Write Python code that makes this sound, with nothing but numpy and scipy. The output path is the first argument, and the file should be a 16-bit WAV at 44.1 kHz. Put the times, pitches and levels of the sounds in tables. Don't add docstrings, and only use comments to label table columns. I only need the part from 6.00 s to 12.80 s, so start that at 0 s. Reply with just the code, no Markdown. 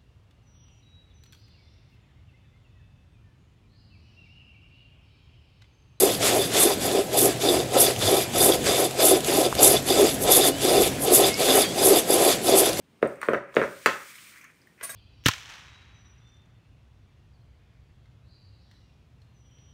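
import sys
import numpy as np
from scipy import signal
from scipy.io import wavfile
from scipy.ndimage import uniform_filter1d

SR = 44100
rng = np.random.default_rng(int(sys.argv[2]) if len(sys.argv) > 2 else 0)


def store_pcm(level_fs):
    pcm = np.round(np.clip(level_fs, -1, 1) * 32767).astype(np.int16)
    wavfile.write(sys.argv[1], SR, np.atleast_2d(pcm).T)


def gain_from_decibels(decibels):
    exponent = np.asarray(decibels, float) / 20
    return 10 ** exponent


N = 299880
SLOW = np.arange(0, N, 32)
SLOW_S = SLOW / SR


def evened(x):
    return x / np.sqrt(np.mean(x ** 2) + 1e-20)


def curves(rows):
    s, *columns = np.transpose(rows)
    return [np.interp(np.arange(N) / SR, s, column) for column in columns]


def ring(x, modes):
    out = np.zeros(len(x))
    for k, (hz, width_hz, db) in enumerate(modes):
        radius = np.exp(-np.pi * width_hz / SR)
        pole = radius * np.exp(2j * np.pi * hz / SR)
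        mode = 2 * signal.lfilter([1 - radius], [1, -pole], x).real
        out += (-1) ** k * gain_from_decibels(db) * mode
    return out


def colour(x, points):
    hz, db = np.transpose(points)
    bins_hz = np.fft.rfftfreq(8192, 1 / SR)
    log_gain = np.interp(np.log(bins_hz + 1), np.log(hz), db) * np.log(10) / 20
    gain = np.exp(np.conj(signal.hilbert(np.r_[log_gain, log_gain[-2:0:-1]])))
    return signal.oaconvolve(x, np.fft.ifft(gain).real[:4096])[:len(x)]


def flutter(seconds):
    size = max(round(seconds * SR), 1)
    smooth = uniform_filter1d(rng.standard_normal(N), size)
    return evened(uniform_filter1d(smooth, size))


def grains(per_s, spread_db):
    size = gain_from_decibels(spread_db * np.minimum(rng.exponential(1, N), 3.2))
    sign = rng.choice([-1., 1.], N)
    return evened(size * sign * (rng.random(N) < per_s / SR))


def patchy(x, patch_db):
    hz, _, z = signal.stft(x, SR, nperseg=256)
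    patches = uniform_filter1d(rng.standard_normal(z.shape), 5, 0)
    patches = evened(uniform_filter1d(patches, 9, 1))
    z = z * gain_from_decibels(patch_db * patches * (hz[:, None] > 600))
    return evened(signal.istft(z, nperseg=256)[1][:N])


def bells(rows, span_s):
    s, *change_db = np.transpose(rows)
    return np.array(change_db) @ np.exp(-((SLOW_S - s[:, None]) / span_s) ** 2)


def moments(rows, span_s):
    return [np.interp(np.arange(N), SLOW, row) for row in bells(rows, span_s)]


def held(start, length, rise, fall):
    start, length = start[:, None], length[:, None]
    before = np.maximum(start - SLOW_S, 0)
    after = np.maximum(SLOW_S - start - length, 0)
    return -rise * before - fall * after, (SLOW_S - start) / length


def joined(rows_db, rest_db):
    power = (gain_from_decibels(rows_db) ** 2).sum(0) + gain_from_decibels(rest_db) ** 2
    return np.interp(np.arange(N), SLOW, 10 * np.log10(power))


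# pitch_hz, density_db [dB per Hz]
AIR = [(15, -48), (25, -6.5), (107, 7), (314, 9), (538, 2.5), (827, -10.5), (972, -11.5), (1170, -20),
       (1660, -7.5), (1850, -11.5), (2850, -14.5), (3350, -12.5), (3940, -24.5), (11500, -45), (13700, -25),
       (15500, -22)]
# time_s, rumble_change_db
ROAD = [(0, 2), (.6, -2), (1.15, -4), (1.9, 2), (2.4, 1), (3.1, -3), (3.5, 2), (4.2, 4), (4.7, 4), (5.2, 1),
        (5.8, -3), (6.3, -8), (6.7, 0)]


def road():
    hum = patchy(colour(rng.standard_normal(N), AIR), 2.5)
    hum = gain_from_decibels(-34 + 1.9 * flutter(.1)) * hum
    rumble = signal.sosfiltfilt(signal.butter(2, 120, fs=SR, output="sos"), hum)
    return hum + (gain_from_decibels(curves(ROAD)[0]) - 1) * rumble


# time_s, drone_hz, level_db, octave_level_db
ENGINE = [(0, 114, -47.5, -58), (.5, 117, -42, -56), (.85, 119, -59, -58), (1.15, 121, -40.5, -51),
          (1.9, 126, -39.5, -62), (2.6, 129, -44.5, -54), (3.2, 131.5, -44, -47), (3.8, 134.5, -38, -50),
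          (4.05, 135.5, -46, -36), (4.5, 137.5, -40, -36), (5.0, 140, -42.5, -39), (5.3, 139, -42.5, -48),
          (5.5, 138, -64, -61)]


def engine():
    hz, db, octave_db = curves(ENGINE)
    turn = 2 * np.pi * np.cumsum(hz) / SR
    drone = gain_from_decibels(db + 0.88 * flutter(0.13)) * np.sin(turn)
    octave = gain_from_decibels(octave_db - 2.5 + 3.5 * flutter(0.08)) * np.sin(2 * turn)
    return np.sqrt(2) * (drone + octave)


# time_s, pitch_hz, level_db
BIRD = [
    [(5.29, 2070, -50), (5.32, 2130, -38), (5.37, 2240, -39), (5.44, 2490, -43), (5.52, 2840, -34),
     (5.6, 3060, -40), (5.66, 3230, -38), (5.73, 3410, -41), (5.76, 3490, -56)],
    [(2.08, 2230, -52), (2.12, 2270, -42), (2.17, 2320, -45), (2.22, 2425, -42), (2.27, 2390, -47)],
    [(4.52, 2900, -50), (4.56, 3000, -43), (4.62, 3150, -48)],
    [(5.62, 4650, -46), (5.645, 4620, -41), (5.68, 4600, -43), (5.7, 4560, -54)],
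]


def bird():
    out = np.zeros(N)
    for rows in BIRD:
        (first_s, first_hz, _), (last_s, last_hz, _) = rows[0], rows[-1]
        fade_in, fade_out = (first_s - .02, first_hz, -90), (last_s + .02, last_hz, -90)
        hz, db = curves([fade_in, *rows, fade_out])
        turn = 2 * np.pi * np.cumsum(hz + 10.5 * flutter(0.0111)) / SR
        out += np.sqrt(2) * gain_from_decibels(db + 1.0 + 2.1 * flutter(0.015)) * np.sin(turn)
    return out


# time_s, level_db, pitch_hz, length_s
THUDS = [
    (1.58, -33, 75, .06),
    (1.99, -31, 110, .05),
    (2.065, -24, 100, .06),
    (3.56, -33, 70, .04),
    (4.26, -31, 180, .05),
]


def thuds():
    t, out = np.arange(N) / SR, np.zeros(N)
    for s, db, hz, length in THUDS:
        bell = np.exp(-(2 * (t - s) / length) ** 2)
        out += gain_from_decibels(db) * bell * np.sin(2 * np.pi * hz * (t - s))
    return out


# time_s, peak_db, pitch_hz, decay_s, crack_share [0-1]
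TICKS = [(1.963, -14, 3040, 0.003, 0.4), (1.992, -18, 8000, 0.0035, .9), (2.91, -18.5, 5200, 0.0066, .8),
         (3.205, -20, 8000, 0.011, .95), (3.246, -14.5, 7100, .007, 0.8), (3.5269, -8, 1100, 0.0033, 0.2),
         (3.5515, -14.5, 3600, .005, .8), (3.553, -19, 9000, .003, 0.96), (4.584, -22, 8400, 0.0046, .9),
         (4.9845, -27, 1540, .006, 0.2), (5.342, -13, 5100, .004, .1), (6.732, -9.5, 4900, 0.0021, .7),
         (6.773, -17, 3940, 0.0061, .8)]


def twigs():
    t, out = np.arange(1000) / SR, np.zeros(N)
    band = signal.butter(4, [1200, 12500], "band", fs=SR)
    cracks = signal.lfilter(*band, rng.standard_normal((len(TICKS), 1000)))
    for (s, db, hz, decay_s, crack), noise in zip(TICKS, cracks):
        tick = (1 - crack) * np.sin(2 * np.pi * hz * t) + crack * 0.89 * noise
        out[round(s * SR):][:1000] += gain_from_decibels(db - 30 * t / decay_s) * tick
    return out


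# time_s, peak_db, rise_s, fall_s [both over 20 dB]
SWEEPS = [(-0.002, -17.3, 0.05, 0.09), (0.272, -24.5, 0.039, 0.052), (0.379, -36.3, 0.02, 0.02),
          (0.627, -16.4, 0.058, 0.058), (0.863, -29.6, 0.062, 0.02), (1.194, -18.4, 0.03, 0.108),
          (1.471, -30.5, 0.086, 0.142), (1.814, -15.4, 0.044, 0.068), (2.076, -32.3, 0.12, 0.02),
          (2.437, -16.9, 0.067, 0.092), (2.804, -24.7, 0.02, 0.02), (3.067, -15.3, 0.062, 0.072),
          (3.411, -27.6, 0.172, 0.02), (3.639, -14.0, 0.021, 0.097), (3.72, -20.3, 0.081, 0.023),
          (4.145, -33.2, 0.055, 0.02), (4.235, -25.0, 0.037, 0.032), (4.329, -14.2, 0.03, 0.101),
          (4.482, -19.6, 0.051, 0.019), (4.822, -25.3, 0.035, 0.079), (5.044, -24.4, 0.042, 0.021),
          (5.144, -12.2, 0.029, 0.079), (5.271, -23.7, 0.049, 0.02), (5.602, -23.5, 0.117, 0.031),
          (5.865, -15.5, 0.045, 0.066), (5.986, -18.7, 0.036, 0.02), (6.302, -25.1, 0.268, 0.052),
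          (6.493, -22.2, 0.063, 0.019), (6.588, -15.3, 0.041, 0.046), (6.806, -26.9, 0.033, 0.05)]


def sweeps():
    s, db, rise, fall = np.transpose(SWEEPS)[:, :, None]
    past = SLOW_S - s
    away = np.minimum(abs(past) / np.where(past < 0, rise, fall), 3)
    return joined(db - 20 * away ** 2.18, -90)


# pitch_hz, density_db [dB per Hz]
SWISH = [(2500, -23), (5000, -14), (7000, -7), (9500, -2), (11300, 2), (12500, -5), (13400, -8.5),
         (13750, -15.5), (15100, -9), (15700, -16)]
# time_s, change_db
FLICKS = [(0.17, 4.7), (0.49, 4.5), (0.54, -2.8), (0.75, -3.1), (1.0, -4.3), (1.41, -3.1), (1.48, -3.6),
          (1.61, -4.3), (1.73, 2.7), (1.76, -7.4), (2.11, 2.9), (2.85, 3.2), (2.98, -2.7), (3.0, -3.2),
          (3.24, -2.7), (3.27, 3.2), (3.55, -5.8), (3.61, -4.3), (3.65, 2.7), (3.77, -4.2), (3.86, 5.4),
          (3.93, 3.0), (4.01, 2.8), (4.27, -3.6), (4.51, -3.1), (4.7, 3.4), (5.08, -2.8), (5.1, -4.8),
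          (5.32, 2.9), (5.42, -2.9), (5.47, 3.0), (5.49, -2.8), (5.55, 2.8), (5.65, -2.7), (5.76, 3.6),
          (5.79, -3.0), (6.11, 5.0), (6.14, 6.3), (6.19, -4.6), (6.46, 2.7), (6.51, -3.0), (6.62, -3.2),
          (6.72, -2.6), (6.74, 3.0), (6.78, -4.3)]


def sleeve():
    rub = colour(grains(14000, 3.0) * gain_from_decibels(3.0 * flutter(0.0033)), SWISH)
    brush_db = slide()[2]
    level = np.hypot(gain_from_decibels(brush_db), gain_from_decibels(sweeps() - .4))
    return level * gain_from_decibels(moments(FLICKS, .012)[0]) * patchy(rub, 1.3)


# time_s, peak_db
SNAPS = [(1.1804, -9), (1.7903, -5), (2.4039, -8), (3.0111, -10), (3.0435, -6), (3.0839, -5), (3.6237, -6),
         (3.6471, -3), (3.6884, -2), (4.3181, -4), (5.1407, -3), (5.5707, -9), (5.8521, -4), (6.134, -13),
         (6.5829, -2)]


def snaps():
    clicks = np.zeros(N)
    for s, db in SNAPS:
        clicks[round(s * SR)] = gain_from_decibels(db - 2.5)
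    one_click = 1. * (np.arange(64) == 0)
    return colour(clicks, SWISH) / abs(colour(one_click, SWISH)).max()


# time_s, peak_db, link_ring_db [above the peak]
CATCHES = [(0.032, -14, -15), (0.85, -17.5, -11), (0.987, -9.5, -17), (1.756, -10.5, -16),
           (1.878, -10.5, -14), (2.472, -13, -15), (2.492, -6, -21), (2.988, -20, -1), (3.109, -8, -20),
           (3.145, -25, -18), (3.586, -15, -4), (3.903, -9, 6.5), (3.992, -7.5, -16), (4.646, -11, -15),
           (4.71, -11, -18), (4.771, -12, -10), (5.112, -21, -10), (5.188, -18, -16), (5.502, -13, -11),
           (5.572, -11, -18), (6.097, -8, -9), (6.153, -15, -12), (6.489, -10, -11), (6.618, -10, -19)]


def catches():
    t, out = np.arange(2000) / SR, np.zeros(N + 2000)
    push = -np.exp(-t / 0.00025) * t
    knock, clink = ring(push, LIMB), ring(1. * (t == 0), LINKS)
    knock, clink = knock / abs(knock).max(), clink / abs(clink).max()
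    for s, db, clink_db in CATCHES:
        out[round(s * SR):][:2000] += gain_from_decibels(db + 1.0) * (knock + gain_from_decibels(clink_db - 9.0) * clink)
    return out[:N]


# time_s, bite_change_db, link_ring_change_db
JERKS = [(1.18, 2.0, 5.5), (1.368, 5.2, -2.5), (1.425, -5.3, -4.5), (1.587, -4.8, -6.2), (1.716, 2.6, 7.2),
         (2.072, -4.5, 4.2), (2.409, 1.6, 6.9), (2.492, 1.9, -7.0), (2.527, -5.2, 6.4), (3.099, -5.2, 5.0),
         (3.52, 4.7, 3.7), (3.552, 3.1, 6.8), (3.613, -2.4, -6.6), (3.644, 0.9, 7.1), (3.683, -2.4, -8.2),
         (3.768, -3.6, 4.0), (4.048, 2.8, -7.5), (4.236, -4.8, 5.0), (4.64, -1.1, -7.5), (4.848, -5.3, 2.8),
         (5.116, 3.7, -8.1), (5.163, -7.3, 1.9), (5.211, 2.8, -5.5), (5.504, 2.8, 5.7), (5.556, 0.8, -8.3),
         (5.896, -1.6, -7.1), (6.115, -2.9, 5.2), (6.328, -3.3, 5.6), (6.456, 6.0, 1.0),
         (6.508, -3.6, -5.6)]


def jerks():
    return bells(JERKS, .014)


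# start_s, length_s, tearing_db, change_over_pull_db, drag_after_db [below it]
CUT = [(0.006, 0.144, -30.3, -1.6, -7.8), (0.23, 0.233, -23.8, -12.2, -5.8),
       (0.548, 0.182, -22.6, -8.3, -11.4), (0.826, 0.183, -30.4, -2.7, -12.9),
       (1.139, 0.168, -33.4, 3.2, -9.8), (1.422, 0.188, -29.4, -3.4, -9.8),
       (1.75, 0.157, -28.4, -0.2, -9.0), (2.024, 0.201, -27.4, -2.0, -12.2),
       (2.355, 0.193, -29.9, 1.0, -9.7), (2.666, 0.19, -24.7, -6.4, -9.3),
       (3.002, 0.167, -25.4, -5.5, -13.9), (3.273, 0.182, -28.9, -1.0, -8.3),
       (3.596, 0.174, -27.3, -0.3, -12.5), (3.884, 0.209, -27.6, -0.3, -8.3),
       (4.279, 0.205, -26.9, 0.3, -12.2), (4.625, 0.251, -26.4, -2.4, -9.2),
       (5.074, 0.214, -30.5, 5.1, -8.4), (5.401, 0.227, -28.0, 2.9, -7.7),
       (5.787, 0.202, -29.6, 4.3, -12.0), (6.109, 0.224, -29.4, 4.6, -11.7),
       (6.476, 0.217, -29.0, 0.9, -6.7), (6.807, 0.168, -26.0, -2.8, -12.7)]
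# time_s, lift_db, length_s
RIPS = [
    (.28, 4, .03),
    (.6, 1.5, .03),
    (2.68, 2, .02),
    (3.645, 4, .02),
    (4.33, 3, .02),
    (5.52, 2, .03),
    (6.31, 2, .02),
]


def slide():
    start, length, db, change_db, drag_db = np.transpose(CUT)
    db, change_db = db[:, None], change_db[:, None]
    gate, done = held(start, length, 400, 400)
    drag = drag_db[:, None] + held(start, length, 400, 43)[0]
    gate = 20 * np.log10(np.hypot(gain_from_decibels(gate), gain_from_decibels(drag)) + 1e-15)
    rips_db = sum(lift * np.exp(-((SLOW_S - s) / span) ** 2) for s, lift, span in RIPS)
    middle_db = db + change_db / 2
    tear_db = db + change_db * np.clip(done, 0, 1) + gate + rips_db
    link_db = .55 * (middle_db + 28) - 32.8 + 1.66 * gate + jerks()[1]
    brush_db = middle_db - 3.2 + 1.55 * gate
    return joined(tear_db, -41.5), joined(link_db, -57.5), joined(brush_db, -47.7)


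# start_s, length_s, hardest_place [0-1], bite_db, deep_part_db [below the whole]
BITES = [(-0.039, 0.141, 0.66, -19.9, -3.5), (0.212, 0.187, 0.81, -20.0, -4.6),
         (0.552, 0.17, 0.56, -18.7, -3.3), (0.852, 0.148, 0.84, -20.4, -2.1),
         (1.142, 0.145, 0.79, -19.7, -2.8), (1.434, 0.178, 0.48, -18.8, -2.6),
         (1.753, 0.155, 0.07, -17.6, -4.2), (2.029, 0.17, 0.71, -20.0, -3.5),
         (2.36, 0.192, 0.63, -18.8, -3.7), (2.667, 0.183, 0.9, -18.5, -3.3),
         (2.997, 0.17, 0.62, -16.5, -2.5), (3.289, 0.177, 0.64, -18.0, -3.1),
         (3.612, 0.15, 0.25, -16.0, -3.6), (3.897, 0.173, 0.65, -16.5, -2.1),
         (4.225, 0.269, 0.61, -16.7, -2.9), (4.641, 0.23, 0.56, -16.7, -2.5),
         (5.041, 0.244, 0.64, -15.9, -2.6), (5.402, 0.213, 0.73, -17.1, -2.8),
         (5.784, 0.194, 0.72, -14.1, -3.3), (6.102, 0.209, 0.67, -15.1, -4.2),
         (6.489, 0.219, 0.25, -15.3, -3.5), (6.801, 0.1, 0.5, -22.1, -2.8)]


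def bite():
    start, length, place, db, deep_db = np.transpose(BITES)[:, :, None]
    gate, done = held(start[:, 0], length[:, 0], 417, 363)
    past = (done - place) * length
    off_peak_db = np.where(past < 0, -50 * past, 52 * past)
    rows_db = db + gate - off_peak_db + jerks()[0]
    whole_db = joined(rows_db, -36)
    return whole_db, joined(rows_db + deep_db, -46) - whole_db


# pitch_hz, width_hz, level_db
LIMB = [(268.4, 46, -7.5), (349.2, 51, 0), (400.8, 46.7, 2.5), (505.6, 48, -2), (568, 18.3, 0.5),
        (637.7, 59, -2), (735, 96, -2), (818, 110, -7.5), (1015, 65, -12.5), (1302, 50, -12)]
# time_s, deep_change_db, upper_change_db
KNOCK_CHANGES = [(0.03, 5.0, -0.8), (0.31, -6.8, -1.0), (0.39, 4.6, -3.0), (0.62, -4.0, -4.6), (0.66, 4.7, -1.2),
                 (0.71, -5.0, 2.6), (1.16, -1.6, 5.3), (1.2, -2.3, -5.0), (1.24, 4.7, -2.2), (1.3, 5.7, -2.4),
                 (1.47, 3.3, 1.9), (1.51, 5.9, -2.5), (1.6, 4.1, -1.0), (1.74, -3.7, 2.1), (1.77, -3.9, 3.8),
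                 (1.82, -4.0, -2.3), (2.09, -2.1, 5.4), (2.14, 6.3, 2.4), (2.36, -1.0, 4.7), (2.69, 6.4, 2.9),
                 (2.77, -4.6, -3.9), (3.01, -5.1, -0.1), (3.04, 3.1, 5.1), (3.15, 8.0, -2.9), (3.32, -3.6, 2.2),
                 (3.35, 4.0, -2.4), (3.39, 4.4, 0.3), (3.44, -7.0, -0.9), (3.6, -1.9, 4.5), (3.75, 2.6, 3.0),
                 (3.94, -6.9, -1.6), (4.04, 3.7, -1.6), (4.07, -3.7, -1.2), (4.25, -5.6, 4.3), (4.3, 0.6, 6.0),
                 (4.35, -2.5, -5.6), (4.42, -1.1, -3.9), (4.45, -4.2, 1.1), (4.5, 3.8, 0.9), (4.78, 2.4, -3.9),
                 (4.81, 6.3, 0.7), (4.86, -3.8, 1.4), (5.03, -7.1, 1.3), (5.13, 7.7, -0.2), (5.28, -4.8, -0.7),
                 (5.41, -2.7, 5.5), (5.46, -5.2, -0.1), (5.51, 3.6, -2.0), (5.54, 0.8, -4.8), (5.58, -2.1, 3.9),
                 (5.64, 4.8, -0.3), (5.8, -4.1, -2.7), (5.92, 4.0, -0.7), (6.13, 5.3, 1.6), (6.19, -1.5, -4.3),
                 (6.24, -4.7, -2.2), (6.3, -4.1, -3.0), (6.33, -4.4, 1.1), (6.51, -4.0, 1.8), (6.66, -4.9, -3.7)]


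def limb(grip):
    bite_db, deep_db = bite()
    deep = np.clip(gain_from_decibels(deep_db), 0, .97)
    band = signal.butter(2, [230, 1200], "band", fs=SR, output="sos")
    knocks = signal.sosfilt(band, grains(3000, 0.76))
    low_db, high_db = moments(KNOCK_CHANGES, .014)
    low = 1.04 * deep * gain_from_decibels(low_db) * evened(ring(knocks, LIMB[:3]))
    high = .93 * np.sqrt(1 - deep ** 2) * gain_from_decibels(high_db) * evened(ring(knocks, LIMB[3:]))
    return gain_from_decibels(bite_db + 0.72 * grip) * (low - high)


# pitch_hz, width_hz, level_db
LINKS = [(3343, 260, -7), (3525, 170, 1.5), (4930, 140, -3), (4370, 530, -14.5), (4885, 60, -6),
         (3545, 75, -2.5)]
# time_s, link_ring_change_db
RING_CHANGES = [(0.14, -8.0), (0.25, -4.5), (0.37, -8.0), (0.45, -5.6), (0.55, -6.1), (0.6, 3.9), (0.7, -5.3),
                (0.84, -4.1), (0.89, -4.7), (0.93, -5.1), (1.01, -5.2), (1.14, -6.6), (1.24, -6.3), (1.27, -5.6),
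                (1.32, -6.3), (1.49, 5.6), (1.75, -7.6), (1.78, 4.7), (1.87, 5.7), (1.91, -5.2), (2.37, -4.7),
                (2.8, -8.0), (2.99, 6.7), (3.04, 4.1), (3.18, -5.5), (3.28, -5.6), (3.33, -4.9), (3.42, -5.1),
                (3.59, 8.0), (3.87, -4.2), (4.32, 6.6), (4.36, 4.4), (4.42, 6.9), (4.46, 4.5), (4.72, -6.1),
                (4.87, -4.4), (5.11, -5.9), (5.26, 5.9), (5.52, 5.4), (5.63, 5.4), (5.92, -3.9), (5.97, 4.6),
                (6.3, 5.5), (6.64, -7.0), (6.7, -3.9)]


def links(grip):
    shaken = patchy(ring(grains(1500, 2.5), LINKS), 2.2)
    return gain_from_decibels(slide()[1] + moments(RING_CHANGES, .016)[0] + 1.0 + 1.9 * grip) * shaken


# pitch_hz, density_db [dB per Hz]
TEARING = [(700, -15.5), (1100, -4), (1600, -5), (2500, -2), (4000, -3), (5200, -5.5), (5600, -5),
           (8000, -4), (15000, -33)]


def fibres(grip):
    torn = colour(grains(9000, 3.7) * gain_from_decibels(0.75 * grip), TEARING)
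    return gain_from_decibels(slide()[0] - 0.6) * patchy(torn, 1.54)


def saw():
    grip = flutter(0.0016)
    return limb(grip) + links(grip) + fibres(grip)


def scene():
    far = road() + engine() + bird()
    near = thuds() + twigs() + sleeve() + snaps() + catches() + saw()
    return np.tile(far + near, (2, 1))


def strong_lines(x, size=1024):
    n, k = np.arange(2 * size)[:, None] + .5, np.arange(size * 5 // 8) + .5
    window = np.sqrt(2 / size) * np.sin(np.pi * n / size / 2)
    basis = window * np.cos(np.pi / size * (n + size / 2) * k)
    blocks = np.r_[x, np.zeros(2 * size - N % size)].reshape(-1, size)
    lines = np.hstack([blocks[:-1], blocks[1:]]) @ basis
    line_hz = k * SR / size / 2
    coarse = np.interp(line_hz, [1200, 2000, 9000, 9800, 13400, 13500], [.05, 1.5, 1.7, 2.5, 3.0, .05])
    step = coarse * np.sqrt(uniform_filter1d(lines ** 2, 20, 1) + 1e-16)
    error = (step * np.round(lines / step) - lines) @ basis.T
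    blocks[:-1] += error[:, :size]
    blocks[1:] += error[:, size:]
    return blocks.ravel()[:N]


def band_limit(x):
    return signal.sosfilt(signal.butter(12, 15690, fs=SR, output="sos"), x)


def record(dry):
    mono = 1.058 * np.tanh(strong_lines(dry[0]) / 1.133)
    band_edge = signal.firwin(801, 15720, window=("kaiser", 8), fs=SR)
    mono = signal.oaconvolve(mono, band_edge, "same")
    trace = gain_from_decibels(-33) * ring(np.roll(mono, 37), [(90, 94, -5.5), (900, 460, 0.5), (4600, 1600, -1.5)])
    return band_limit(mono + np.outer([1, -1], trace))


dry = scene()
out = record(dry)
store_pcm(out)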